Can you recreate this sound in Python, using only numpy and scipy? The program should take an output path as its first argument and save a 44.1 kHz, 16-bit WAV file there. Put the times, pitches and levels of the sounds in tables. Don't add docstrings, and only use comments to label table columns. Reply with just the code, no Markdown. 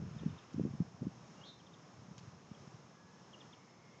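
import sys
import numpy as np
from scipy import signal
from scipy.fft import rfft, irfft
from scipy.io import wavfile

SR = 44100
rng = np.random.default_rng(int(sys.argv[2]) if len(sys.argv) > 2 else 0)


def wav_record(signal):
    frames = np.transpose(np.atleast_2d(signal))
    bounded = np.clip(frames, -1, 1)
    quanta = np.round(bounded * 32767).astype(np.int16)
    wavfile.write(sys.argv[1], SR, quanta)


N = 176400
T = np.arange(N) / SR


def from_db(db):
    return 10 ** (np.asarray(db) / 20)


def unit_rms(x):
    return x / np.sqrt(np.mean(x ** 2) + 1e-20)


def curves(rows):
    times, *columns = np.transpose(rows)
    return [np.interp(T, times, column) for column in columns]


def coloured(x, spectrum):
    hz, db = np.transpose(spectrum)
    bins_hz = np.maximum(np.arange(N // 2 + 1) * SR / N, 1)
    gain = from_db(np.interp(np.log(bins_hz), np.log(hz), db))
    return unit_rms(irfft(rfft(x) * gain, N))


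def drift(rate_hz):
    bins_hz = np.arange(N // 2 + 1) * SR / N
    return unit_rms(irfft(rfft(rng.standard_normal(N)) / (1 + (bins_hz / rate_hz) ** 2) ** 2, N))


def cut(x, hz, kind, order=2):
    return signal.sosfilt(signal.butter(order, hz, kind, fs=SR, output="sos"), x)


def grains(per_s, spread_db=5):
    sizes = from_db(spread_db * np.minimum(rng.exponential(1, N), 4))
    signs = rng.choice([-1, 1], N)
    return sizes * signs * (rng.random(N) < per_s / SR)


def gate(start_s, end_s, fade_s):
    return np.clip(np.minimum(T - start_s, end_s - T) / fade_s, 0, 1)


# f/Hz, level/dB
HISS_SPECTRUM = [(25, -65.5), (50, -27.5), (75, -22.5), (130, -3.5), (180, -0.5), (270, -8.5), (420, -9.5),
                 (600, -12), (850, -12.5), (1130, -12), (1400, -17.5), (2000, -21.5), (2700, -24),
                 (4600, -28), (5500, -22.5), (6100, -24), (6550, -23), (7100, -30), (8000, -43.5),
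                 (9000, -34)]
# t/s, level/dB
HISS_ENVELOPE = [(0, -60.5), (1.3, -59), (2.3, -59.5), (3, -60.5), (4, -61)]

def garden_hiss(waver_db=1):
    db, = curves(HISS_ENVELOPE)
    return from_db(db + waver_db * drift(3.1)) * coloured(rng.standard_normal(N), HISS_SPECTRUM)


# start t/s, end t/s, f/Hz, width/Hz, level/dB
WHINES = [(-0.5, 5, 5266, 110, -79), (3.5, 4.2, 2147, 277, -76.5)]

def far_whines():
    out = np.zeros(N)
    for start_s, end_s, hz, width_hz, db in WHINES:
        phase = 2 * np.pi * hz * T
        band = unit_rms(drift(width_hz) * np.cos(phase) + drift(width_hz) * np.sin(phase))
        out += from_db(db) * gate(start_s, end_s, fade_s=0.048) * band
    return out


# t/s, level/dB
SHUFFLE_ENVELOPE = [(0, -46.5), (.17, -53.5), (.27, -44.5), (.37, -60), (.42, -65.5), (.53, -59.5),
                    (.6, -52), (.68, -50.5), (.77, -60), (.83, -49.5), (.9, -60), (.99, -63), (1.05, -50),
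                    (1.13, -66), (1.85, -67.5), (2.15, -62), (2.8, -69), (4, -73.5)]
# f/Hz, level/dB
SHUFFLE_SPECTRUM = [(25, -46), (50, -26), (75, -9), (120, 1), (170, -2), (300, -16), (480, -23.5),
                    (800, -34.5), (1600, -69.5)]

def shuffling(rough_db=3):
    db, = curves(SHUFFLE_ENVELOPE)
    return from_db(db + rough_db * drift(49)) * coloured(rng.standard_normal(N), SHUFFLE_SPECTRUM)


# centre t/s, level/dB, Gaussian sigma/s, centre f/Hz
RUSTLES = [(0.197, -70, 0.42, 1340), (0.322, -71, 0.21, 2600), (0.826, -68, 0.11, 728),
           (1.05, -67, 0.042, 645), (2.265, -77.5, 0.17, 1130)]

def rustling(edge_db=-35):
    out = np.zeros(N)
    for centre_s, db, sigma_s, hz in RUSTLES:
        swell = np.exp(-0.5 * ((T - centre_s) / sigma_s) ** 2)
        band = [(hz / 4, edge_db), (hz, 0), (hz * 4, edge_db)]
        out += from_db(db) * swell * coloured(grains(per_s=9000), band)
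    return out


# t/s, level/dB, f/Hz, rise/cycles
THUMPS = [(.036, -39, 148, 0.1), (0.05, -45, 153, 0.25), (0.068, -55, 166, 0.2), (0.0868, -45, 127, 0.49),
          (0.1147, -51, 148, .3), (0.15, -44, 209, 0.13), (0.164, -35, 145, 0.24), (0.19, -55, 130, 0.34),
          (0.221, -46, 175, 0.28), (0.234, -34.5, 250, 0.094), (0.2636, -24.5, 188, 0.38),
          (0.2827, -35.5, 176, 0.42), (0.3082, -42, 145, 0.43), (0.349, -46.5, 148, 0.4),
          (0.5445, -32.5, 210, 0.21), (0.564, -37.5, 124, 0.39), (.584, -29.5, 230, 0.58),
          (0.5969, -24, 270, 0.12), (0.6071, -33, 273, 0.18), (0.614, -27, 174, 0.56),
          (0.638, -31, 200, 0.4), (0.652, -24.5, 207, 0.12), (0.661, -35.5, 328, 0.29),
          (.667, -34, 200, 0.4), (.675, -36, 250, 0.17), (0.688, -37.5, 180, 0.28), (.701, -43, 150, .3),
          (0.71, -39, 140, 0.55), (0.738, -35, 162, .2), (.752, -38.5, 168, 0.6), (0.8038, -22, 167, 0.15),
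          (0.8211, -32, 177, 0.98), (0.947, -45.5, 136, 0.32), (1.012, -40, 140, 0.24),
          (1.0201, -31, 182, 0.31), (1.028, -33, 252, 0.12), (1.037, -42, 190, 0.35),
          (1.054, -46.5, 157, .3), (1.0694, -27.5, 218, 0.3), (1.08, -41, 150, 0.43), (1.091, -53, 140, .3),
          (1.994, -48.5, 118, 0.3), (2.021, -52, 149, 0.38), (2.086, -47.5, 182, .2),
          (2.116, -45.5, 188, 0.32), (2.232, -51, 138, 0.3), (2.2783, -44.5, 122, 0.44),
          (2.5151, -38, 164, 0.18), (2.61, -51.5, 117, 0.7), (2.675, -44, 164, 0.22),
          (2.747, -50.5, 126, 0.73), (3.046, -50, 161, .5)]

def thumps(fall_cycles=0.39, gain_db=2):
    out = np.zeros(N)
    for centre_s, db, hz, rise_cycles in THUMPS:
        near = np.abs(T - centre_s) < 0.06
        cycles = (T[near] - centre_s) * hz
        swell = 1 / (np.exp(-cycles / rise_cycles) + np.exp(cycles / fall_cycles))
        out[near] -= from_db(db + gain_db) * swell / swell.max() * np.sin(2 * np.pi * cycles)
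    return cut(cut(out, 84, "high", order=3), 980, "low")


# start t/s, end t/s, f/Hz, level/dB
FAR_TONES = [(.1, .31, 1778, -71.5), (2.87, 3.28, 1676, -72), (3.76, 4.1, 2140, -73.5)]

def far_tones(wander_hz=8):
    out = np.zeros(N)
    for start_s, end_s, hz, db in FAR_TONES:
        phase = 2 * np.pi * np.cumsum(hz + wander_hz * drift(8.5)) / SR
        out += from_db(db) * gate(start_s, end_s, fade_s=0.089) * np.sin(phase)
    return out


# start t/s, level/dB, length/s, first f/Hz, last f/Hz, bend (>1: fall speeds up)
CHIPS = [(0.181, -62, 0.021, 3845, 2960, 1.5), (.287, -66, .016, 3800, 3000, 1.5),
         (.378, -62, 0.018, 3900, 3030, 1.5), (1.594, -64, .018, 3450, 2850, 1.1),
         (1.661, -64, .017, 3800, 2800, 1.5), (1.73, -63.5, .02, 3850, 2700, 2.2),
         (2.54, -64.5, 0.0182, 3530, 2850, 1.3), (3.328, -55, .021, 3770, 2740, 0.515),
         (3.402, -57, 0.02, 3690, 2750, 1.6), (3.524, -58, 0.018, 3700, 2730, 1.54)]

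def bird_chips():
    out = np.zeros(N)
    for start_s, db, length_s, first_hz, last_hz, bend in CHIPS:
        near = (T > start_s) & (T < start_s + length_s)
        progress = (T[near] - start_s) / length_s
        hz = first_hz + (last_hz - first_hz) * progress ** bend
        swell = np.sqrt(progress * np.sin(np.pi * progress))
        out[near] += from_db(db) * swell / swell.max() * np.sin(2 * np.pi * np.cumsum(hz) / SR)
    return out


def thicket(x, tail_db, t60_s=0.29, ground_db=-5, ground_lag_s=0.00247):
    bounced = x + from_db(ground_db) * np.interp(T - ground_lag_s, T, x)
    t = T[:SR // 2]
    echoes = rng.standard_normal(len(t)) * from_db(-60 * t / t60_s)
    tail = signal.fftconvolve(bounced, echoes / np.linalg.norm(echoes))[:N]
    return bounced + from_db(tail_db) * tail


# start t/s, level/dB, decay/s
SCRATCHES = [(.5305, -60.5, .008), (2.1785, -58, .014)]
# f/Hz, level/dB
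SOIL_SPECTRUM = [(500, -15), (1500, -6), (3000, 2), (4500, -1), (6700, 5.5), (8000, -24)]

def scratching(attack_s=0.0011):
    envelope = np.zeros(N)
    for start_s, db, decay_s in SCRATCHES:
        t = np.maximum(T - start_s, 0)
        envelope += from_db(db) * np.minimum(t / attack_s, 1) * np.exp(-t / decay_s)
    return envelope * coloured(grains(per_s=2900), SOIL_SPECTRUM)


# t/s, f/Hz, level/dB, trill depth/Hz
BUZZ = [(1.365, 2770, -77, 5), (1.388, 2830, -72, 20), (1.403, 2765, -83, 20), (1.414, 2850, -61, 33),
        (1.43, 3020, -65.5, 30), (1.445, 3410, -56.5, 89), (1.458, 3830, -60, 480), (1.48, 3960, -57, 480),
        (1.497, 3780, -57, 280), (1.52, 3710, -63.5, 230), (1.57, 3890, -75, 300), (1.6, 3930, -78, 280)]

def bird_buzz(trill_hz=155.8, trill_wander=0.089):
    hz, db, depth_hz = curves(BUZZ)
    rate_hz = trill_hz * (1 + trill_wander * drift(40))
    trill = np.sin(2 * np.pi * np.cumsum(rate_hz) / SR)
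    sounding = (T > BUZZ[0][0]) & (T < BUZZ[-1][0])
    return from_db(db) * sounding * np.sin(2 * np.pi * np.cumsum(hz + depth_hz * trill) / SR)


# f/Hz, relative level/dB, t60/s
TWIG_MODES = [(2700, -4, .004), (4450, -1, .008), (5600, -6, .003)]

def twig(start_s=2.193, level_db=-52):
    t = np.maximum(T - start_s, 0)
    out = np.zeros(N)
    for hz, db, t60_s in TWIG_MODES:
        decay_db = 60 * np.minimum(t / t60_s, 3)
        out += from_db(level_db + db - decay_db) * np.sin(2 * np.pi * hz * t)
    return out


def scene():
    garden = garden_hiss() + far_whines() + far_tones()
    chickens = shuffling() + rustling() + thumps() + scratching() + twig()
    bird = thicket(bird_chips(), tail_db=-8) + thicket(bird_buzz(), tail_db=-5)
    return (garden + chickens + bird)[None]


def record(dry, highpass_hz=30, stopband_hz=8823.36):
    lowpass = signal.cheby2(12, 40, stopband_hz, fs=SR, output="sos")
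    return signal.sosfilt(lowpass, cut(dry, highpass_hz, "high"))


dry = scene()
out = record(dry)
wav_record(out)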